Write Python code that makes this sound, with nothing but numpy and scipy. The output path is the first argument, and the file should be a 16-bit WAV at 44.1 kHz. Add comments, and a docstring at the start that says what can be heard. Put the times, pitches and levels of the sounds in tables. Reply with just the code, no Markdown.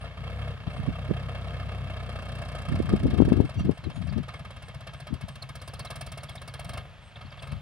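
"""Tractor working a windy field

A diesel tractor drags a squeaking cultivator, then slows to a chug for the turn. Each firing is a
thump in the silencer, a bark and rasp in the exhaust stack and a spit of hiss. Gusts buffet the two
ports of the microphone, while birds chip and an insect buzzes from the grass."""
import sys
import numpy as np
from scipy import signal
from scipy.fft import rfft, irfft
from scipy.io import wavfile
from scipy.ndimage import map_coordinates

SR = 44100
rng = np.random.default_rng(int(sys.argv[2]) if len(sys.argv) > 2 else 0)


def master_out(mix):
    """Clip the mix to full scale and print it as 16-bit PCM to the path in sys.argv[1]."""
    frames = np.transpose(np.atleast_2d(mix))
    ceiling = np.clip(frames, -1, 1)
    pcm = np.round(ceiling * 32767).astype(np.int16)
    wavfile.write(sys.argv[1], SR, pcm)


N = 335601
T = np.arange(N) / SR
HZ = np.fft.rfftfreq(N, 1 / SR)

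# how alike the two microphone ports sound: (frequency [Hz], likeness [capped at 1])
PORT_LIKENESS = [(60, 0.55), (300, 0.8), (600, 1), (1200, 0.86), (2200, .65), (4200, 1.6), (5600, 0.5),
                 (6600, 0.05), (9300, 0.9), (14000, 0.8)]
# phase between the ports: (frequency [Hz], left lead [rad])
PORT_PHASE = [(100, 0.39), (1500, 0.16), (2200, -1.02), (3100, -1), (4200, -1), (5800, -0.2), (7500, -3),
              (9000, -1.5), (10500, -1), (15000, -0.5)]
# balance of the ports: (frequency [Hz], left minus right [dB])
PORT_BALANCE = [(100, 1.5), (750, 0), (1000, 2), (1280, -2), (1550, 4), (1900, -0.5), (2800, 1),
                (3700, -3.5), (5500, -2.5), (7400, 6), (9500, -9), (11000, -9), (13000, -4)]
# the tractor's bearing: (time [s], left port delay [microseconds])
LEFT_DELAY = [(0, 47), (3.4, 33), (5.8, 3.5), (7.61, -12)]
# hush of the field: (frequency [Hz], relative level [dB])
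FIELD_SPECTRUM = [(20, -27), (70, 5), (150, -3.5), (300, -26.5), (600, -16), (1300, -18), (3200, -20.5),
                  (5500, -35.5), (7000, -38.5), (9300, -40.5), (12000, -57), (16000, -54)]
# the nearest birds: (time [s], pitch [Hz], length [s], level [dB])
BIRD_CHIPS = [(3.85, 4050, .015, -53), (4.1, 4670, .01, -51), (5.427, 4250, .006, -37),
              (5.805, 4500, .014, -46), (5.874, 3950, .005, -43), (6.292, 3450, .005, -43),
              (6.382, 3800, .005, -44), (7.161, 3480, .005, -46), (7.396, 3460, .006, -46)]
# ringing partials of the cultivator: (time [s], pitch [Hz], length [s], level [dB])
SQUEAK_PARTIALS = [(.025, 9500, 0.02, -62.5), (.778, 9000, .022, -65), (3.597, 2770, 0.013, -46),
                   (3.6, 4560, 0.045, -62), (3.6, 5870, 0.027, -58), (3.598, 7420, 0.022, -69),
                   (3.965, 6800, 0.032, -66), (3.97, 9160, 0.042, -65)]
# wind on the microphone: (frequency [Hz], relative level [dB])
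BUFFET_SPECTRUM = [(15, -50), (35, -27), (80, 2), (150, 0.5), (250, -3.5), (420, -11.5), (600, -27.5),
                   (800, -33), (2000, -59), (5000, -85)]
# hard gusts: (time [s], relative peak [dB], left minus right [dB], length [s])
HARD_GUSTS = [(0.679, -21, 7, 0.018), (0.799, -22, -13, 0.02), (0.888, -18, -17, 0.016),
              (1.112, -11.5, -20, 0.014), (2.723, -17.5, -30, 0.011), (2.803, -11.5, -27, 0.012),
              (2.938, -8.5, 8, 0.02), (3.057, -9.5, 7.5, 0.027), (3.135, -17.5, 25, 0.014),
              (3.203, -4, 31.5, 0.015), (3.222, -6.5, 26, 0.014), (3.282, -13, -6.0, 0.021),
              (3.322, -6.5, 17, 0.011), (3.403, -5, 26, 0.014), (3.695, -10, 43, 0.018),
              (3.876, -19, 22.5, 0.024), (4.182, -18.5, 19, 0.02), (5.13, -17.5, 30, 0.02),
              (5.241, -27, 21.0, 0.024), (7.255, -31.5, 20, 0.022), (7.53, -26.5, 26, 0.024),
              (7.563, -29, 14, 0.024)]
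# spells of small eddies: (start [s], end [s], relative level [dB], left minus right [dB])
WINDY_SPELLS = [(.8, .92, -29.5, -7), (2.701, 3.15, -25.5, 3), (3.148, 3.48, -21.5, 17.5),
                (3.573, 3.68, -23.5, 11), (3.976, 4.22, -25, 24)]
# engine speed: (time [s], firing rate [Hz])
FIRING_RATE = [(0.0, 32.23), (0.2, 30.19), (0.39, 34.89), (0.66, 29.83), (1.09, 33.72), (1.41, 31.85),
               (1.66, 33.37), (1.98, 31.52), (2.94, 28.8), (3.33, 26.06), (3.73, 15.12), (4.17, 19.16),
               (5.26, 13.57), (5.99, 19.08), (6.35, 16.07), (6.54, 16.52), (6.79, 26.15), (7.32, 17.88),
               (7.61, 23.98)]
# the driver eases off the pedal: (time [s], length [s], depth [0-1])
PEDAL_LIFTS = [(0.078, 0.078, 0.53), (0.544, 0.12, 0.55), (6.797, 0.36, 0.8), (7.187, 0.22, 0.46),
               (7.576, .1, 1)]
# exhaust hiss, growing as the tractor comes side-on: (time [s], relative level [dB])
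HISS_LEVEL = [(0, -75), (1.9, -72), (2.4, -63), (3.3, -64.5), (3.8, -70), (4.4, -69), (5.1, -66),
              (6.0, -56), (6.35, -63), (6.7, -59.5), (7.61, -68)]
# boom of the silencer: (frequency [Hz], width [Hz], gain [dB])
SILENCER_MODES = [(87, 36.9, 1), (99.5, 23.3, 2.5), (167.5, 19, -12)]
# resonances of the exhaust stack: (frequency [Hz], width [Hz], gain [dB])
STACK_MODES = [(460, 31, -47), (602, 58, 7), (1040, 149, 6.5), (1233, 37, 4.5), (1585, 340, 0),
               (2150, 80, 3.5), (2604, 166, -1), (3164, 87, 1), (3840, 170, -60), (4400, 130, -43),
               (5260, 130, -38)]
# low exhaust rumble: (frequency [Hz], relative level [dB])
RUMBLE_SPECTRUM = [(25, -47), (50, -8), (70, -15), (100, -7), (135, 4), (165, 0), (200, -14), (260, -16),
                   (450, -54.5)]
# clatter of the engine block: (frequency [Hz], relative level [dB])
CLATTER_SPECTRUM = [(100, -38), (200, -3), (330, -9.5), (500, 10.5), (720, 4), (880, -13), (1250, 1.5),
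                    (1950, -9), (2700, -6), (3400, -13), (5000, -48), (7000, -32), (10000, -25.5),
                    (15000, -64)]
# exhaust hiss: (frequency [Hz], relative level [dB])
HISS_SPECTRUM = [(2500, -11.5), (4000, -1), (5400, -1.5), (6300, -11), (7300, -9.5), (8400, -2.5),
                 (9300, -0.5), (10400, -9), (12000, -17), (13500, -19.5), (15500, -16.5)]

WORKING_RATE_HZ, USUAL_HISS_DB = 30, -68


def amp(db):
    return 10 ** (np.asarray(db) / 20)


def unit_rms(x):
    return x / np.sqrt(np.mean(x ** 2) + 1e-20)


def low_pass(x, hz, order):
    return signal.sosfilt(signal.butter(order, hz, fs=SR, output="sos"), x)


def high_pass(x, hz, order):
    return signal.sosfilt(signal.butter(order, hz, "high", fs=SR, output="sos"), x)


def curve(points, times):
    return np.interp(times, *np.transpose(points))


def spectrum(points):
    """A smooth curve through a frequency table, one value per bin."""
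    hz, value = np.transpose(points)
    return np.interp(np.log(HZ + 1), np.log(hz + 1), value)


def noise(points):
    """Noise coloured by a frequency table."""
    return unit_rms(irfft(rfft(rng.standard_normal(N)) * amp(spectrum(points)), N))


def drift(hz):
    """A random wobble of rms 1, up to the given rate."""
    return unit_rms(low_pass(rng.standard_normal(N), hz, order=2))


def ring(x, modes):
    """Passes x through parallel resonances."""
    response = sum(amp(db) / (1 + 1j * (HZ ** 2 - hz ** 2) / (width * HZ + 1e-9))
                   for hz, width, db in modes)
    return irfft(rfft(x) * response, N)


def echo(x, delay, share):
    """Adds one inverted reflection, as from the open end of a pipe."""
    return irfft(rfft(x) * (1 - share * np.exp(-2j * np.pi * HZ * delay)), N)


def bell(t, length):
    """A smooth swell, above half power for the given length."""
    return 2 ** (-2 * (t / length) ** 2)


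def around(s, length):
    """The samples near a moment, and their times from it."""
    near = slice(max(int((s - 2 * length) * SR), 0), min(int((s + 2 * length) * SR), N))
    return near, T[near] - s


def whistles(rows, fall, waver, waver_hz):
    """Short tones that slide down and waver, both by a share of their pitch."""
    out, unrest = np.zeros(N), drift(waver_hz)
    for s, hz, length, db in rows:
        near, t = around(s, length)
        pitch = hz * (1 - fall * t / length + waver * unrest[near])
        out[near] += amp(db) * bell(t, length) * np.sqrt(2) * np.sin(2 * np.pi * np.cumsum(pitch) / SR)
    return out


def ports(mid, side):
    """Two microphone ports hear partly the same sound, shifted in phase and level."""
    likeness = np.clip(spectrum(PORT_LIKENESS), 0, 1)
    common = np.sqrt((1 + likeness) / 2) * rfft(mid)
    apart = np.sqrt((1 - likeness) / 2) * rfft(side)
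    skew = np.exp(.5j * spectrum(PORT_PHASE)) * amp(spectrum(PORT_BALANCE) / 2)
    return irfft(np.array([(common + apart) * skew, (common - apart) / skew]), N)


def field():
    """A steady, low bed of open air."""
    return amp(-50) * ports(noise(FIELD_SPECTRUM), noise(FIELD_SPECTRUM))


def insect(lone_s=.73, run_s=3.47, gap_s=.285, gap_growth_s=.0076, buzz_s=.047, first_db=-71):
    """One thin buzz, then a run of them that slows and grows louder."""
    level, k = np.zeros(N), np.arange(13)
    run = zip(run_s + gap_s * k + gap_growth_s * k ** 2 / 2, first_db + 0.25 * k)
    for s, db in [(lone_s, first_db), *run]:
        near, t = around(s, buzz_s)
        level[near] += amp(db) * bell(t, buzz_s)
    wing = [(8500, 1300, 0)]
    return level * unit_rms(ring(ring(rng.standard_normal(N), wing), wing)) * amp([[-3], [0]])


def birds(gap_s=.085, low_hz=3400, high_hz=5000, far_s=.005, far_db=-54):
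    """A few near chips over two loose bouts of distant twitter."""
    slots = np.concatenate([np.arange(5.55, 6.75, gap_s), np.arange(7.1, 7.5, gap_s)])
    far = [(s + late * gap_s, low_hz + (high_hz - low_hz) * pitch, far_s, far_db)
           for s, (late, pitch) in zip(slots, rng.random((len(slots), 2)))]
    return whistles(list(BIRD_CHIPS) + far, fall=.04, waver=.05, waver_hz=700) * amp([[-1.5], [0]])


def cultivator():
    """The implement squeaks in brief, almost steady partials."""
    return whistles(SQUEAK_PARTIALS, fall=0, waver=.005, waver_hz=400) * amp([[-2], [0]])


def eddies(per_s=26, length_s=0.022, spread_db=2.5, pan_spread_db=11):
    """Small eddies scattered through each windy spell, as rows like those of the gusts."""
    rows = []
    for start, end, db, pan_db in WINDY_SPELLS:
        chance = rng.standard_normal((64, 3))
        for s, (shift, size, swing) in zip(np.arange(start, end, 1 / per_s), chance):
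            time = s + 0.2016 * shift / per_s
            rows.append((time, db + spread_db * size, pan_db + pan_spread_db * swing, length_s))
    return rows


def wind(gust_trim_db=-3.5, bluster_from_db=-25.5, bluster_range_db=9):
    """Eddies hit each port: a pressure swing inside churning air, dull when light, blustery when hard."""
    dull_core_s, sharp_core_s, coreless_s = 0.0013, 0.00065, 0.028
    out = np.zeros((2, N))
    rows = [(s, db + gust_trim_db, pan_db, length) for s, db, pan_db, length in HARD_GUSTS] + eddies()
    for side, sign in enumerate((1, -1)):
        hard = unit_rms(noise(BUFFET_SPECTRUM) * amp(2 * drift(90)))
        soft = unit_rms(low_pass(hard, 198, order=5))
        for s, db, pan_db, length in rows:
            near, t = around(s, 1.5 * length)
            port_db = db - 10 * np.log10(1 + amp(-sign * pan_db) ** 2)
            force = np.clip((port_db - bluster_from_db) / bluster_range_db, 0, 1)
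            swell = np.exp(-1.5 * abs(t) / length)
            churn = unit_rms(swell * (force * hard[near] + (1 - force) * soft[near]))
            core_time = t / (dull_core_s + (sharp_core_s - dull_core_s) * force)
            core = unit_rms(-core_time * np.exp(-core_time ** 2 / 2))
            core_share = np.clip(1 - length / coreless_s, 0, 1)  # short eddies pop, long ones churn
            eddy = np.sqrt(core_share) * core + np.sqrt(1 - core_share) * churn
            out[side, near] += amp(port_db + 1.5) * eddy * np.sqrt(np.mean(swell ** 2))
    return high_pass(np.tanh(out), 34, order=2)  # the diaphragm rounds off the hardest swings


def gear_whine():
    """A faint, rough tone that follows the engine and is heard only at working speed."""
    rate = curve(FIRING_RATE, T)
    cycles = np.cumsum(14.5 * rate * (1 + .014 * drift(40))) / SR
    working = np.clip((rate - 28) / 4, 0, 1)
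    return amp(-56 + 3.5 * drift(12)) * working * np.sin(2 * np.pi * cycles)


def firings():
    """Each firing's time, and a size that keeps the mean power independent of speed."""
    rate = curve(FIRING_RATE, T)
    at = np.flatnonzero(np.diff(np.floor(np.cumsum(rate) / SR + .5)) > 0)
    return T[at], np.sqrt(SR / rate[at])


def pedal_up(times, lift_s=0.0197, press_s=0.025):
    """How far the fuel is shut off, 0-1: it cuts quickly and returns more slowly."""
    lifts = [depth * np.clip(1 + np.minimum((times - s) / lift_s, (s + length - times) / press_s), 0, 1)
             for s, length, depth in PEDAL_LIFTS]
    return np.max(lifts, axis=0)


def firing_levels(times, speed):
    """Thump, rasp and hiss in dB: the first two rise with speed, and all duck when the pedal lifts."""
    octaves, lift = np.log2(speed), pedal_up(times)
    hiss_db = curve(HISS_LEVEL, times)
    side_on_db = hiss_db - USUAL_HISS_DB
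    thump_db = -35.5 + 11.8 * octaves - 19.3 * lift ** 1.7 + 0.1 * side_on_db
    rasp_db = -49.5 + 4.4 * octaves - 26 * lift ** 3 + 0.21 * side_on_db
    return thump_db, rasp_db, hiss_db - 32 * lift


def clicks(times, sizes, lead):
    """A train of clicks, lead seconds ahead of the firings."""
    train = np.zeros(N)
    train[np.clip(np.round((times - lead) * SR).astype(int), 0, N - 1)] = sizes
    return train


def puffs(times, sizes, lead, rise, decay, tail_db, tail):
    """Envelope of gas leaving the stack: a fast puff and a weaker, slower tail, timed in seconds."""
    t = T[:SR // 5]
    attack = 1 - np.exp(-(t / rise) ** 2)
    power = attack * (np.exp(-t / decay) + amp(tail_db) ** 2 * np.exp(-t / tail))
    return np.sqrt(abs(signal.oaconvolve(clicks(times, sizes ** 2, lead), power / power.sum())[:N]))


def pipe(train, modes, low_hz, high_hz):
    """Pressure pulses ring a pipe, which radiates little outside the band of its modes."""
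    ringing = ring(signal.unit_impulse(N), modes)
    response = low_pass(high_pass(ringing, low_hz, order=3), high_hz, order=3)[:SR // 4]
    return signal.oaconvolve(train, response / np.linalg.norm(response))[:N]


def silencer(train):
    """Rounded pressure pulses ring the silencer; neighbouring modes swing in opposite senses."""
    pre_roll = SR // 50
    click = signal.unit_impulse(N, pre_roll)
    ringing = sum((-1) ** (k + 1) * ring(click, [mode]) for k, mode in enumerate(SILENCER_MODES))
    bass_band = np.exp(-(HZ / 185) ** 2) * (1 - np.exp(-(HZ / 42) ** 4))
    rounded = irfft(rfft(ringing) * bass_band, N)
    response = high_pass(echo(rounded, delay=.0114, share=.67), 45, order=2)[:SR // 4]
    return signal.oaconvolve(train, response / np.linalg.norm(response))[pre_roll:][:N]


def turbulence(times, rumble, rasp, clatter, hiss):
    """Four noises pulse with the firings; yields a mid layer, then a side layer."""
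    rumble_gate = puffs(times, rumble, lead=-.003, rise=.0094, decay=.017, tail_db=-7, tail=.05)
    rasp_gate = puffs(times, rasp, lead=.0057, rise=.0061, decay=.0098, tail_db=-13.5, tail=.019)
    clatter_gate = puffs(times, clatter, lead=.0082, rise=.003, decay=.0097, tail_db=-10.5, tail=.039)
    hiss_gate = puffs(times, hiss, lead=.0054, rise=.0064, decay=.0027, tail_db=-29, tail=.014)
    lumps = amp(2.13 * drift(144))  # the gas leaves in ragged lumps
    for _ in range(2):
        stack = ring(rng.standard_normal(N), STACK_MODES)
        stack = unit_rms(low_pass(high_pass(stack, 527, order=6), 5000, order=6))
        grit = amp(0.5) * rasp_gate * stack + amp(3) * clatter_gate * noise(CLATTER_SPECTRUM)
        body = amp(-7) * rumble_gate * noise(RUMBLE_SPECTRUM)
        spit = amp(6) * hiss_gate * noise(HISS_SPECTRUM)
        yield body + echo(lumps * grit, delay=.00203, share=.42) + spit


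def bearing(pair):
    """The left port hears the tractor late until it comes round to the left."""
    late_s = curve(LEFT_DELAY, T) * 1e-6
    left = map_coordinates(pair[0], [(T - late_s) * SR], order=5, mode="nearest")
    return np.array([left, pair[1]])


def tractor():
    """Every firing thumps, barks, rasps and hisses; the block clatters more at speed."""
    times, sizes = firings()
    speed = curve(FIRING_RATE, times) / WORKING_RATE_HZ
    thump, rasp, hiss = (sizes * amp(db) for db in firing_levels(times, speed))
    # weak and strong firings alternate, and no two burn alike; the thump is the steadiest part
    beat = np.resize([-1, 1], len(times))
    chance = rng.standard_normal((len(times), 5)).T
    thump *= amp(0.4 * chance[0])
    rasp *= amp(0.64 * beat + 1.51 * chance[1])
    hiss *= amp(1.26 * beat + 0.69 * chance[1])
    boom = amp(-1.5) * silencer(clicks(times + .0004 * chance[4], thump, lead=.0018))
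    # slow firings leave a hollow ring in the silencer
    chugs = clicks(times, thump / speed ** 1.9, lead=-.00795)
    hollow = amp(-13.5) * pipe(chugs, [(135.7, 12.5, 0)], low_hz=87, high_hz=178)
    knock_db = 2 * beat + 2 * chance[3] - 30 * pedal_up(times)
    knocks = clicks(times + .00037 * chance[2], rasp * amp(knock_db), lead=.007)
    bark = amp(-6) * pipe(knocks, [(668, 56, 7), (1280, 110, -10.5)], low_hz=543, high_hz=1360)
    rumble = thump / np.sqrt(speed)
    clatter = rasp * speed * (hiss / sizes / amp(USUAL_HISS_DB)) ** 0.063  # rides slightly on the hiss
    mid, side = turbulence(times, rumble, rasp, clatter, hiss)
    return bearing(ports(boom + hollow + bark + gear_whine() + mid, side))


def scene():
    """Tractor, wind and small voices over the hush of the field."""
    return cultivator() + field() + tractor() + wind() + birds() + insect()


def record(dry):
    """Clips any peak beyond full scale and cuts the very top of the treble."""
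    treble_cut = signal.firwin(511, 15850, window=("kaiser", 9), fs=SR)
    return signal.oaconvolve(np.clip(dry, -1, 1), treble_cut[None], "same")


dry = scene()
out = record(dry)
master_out(out)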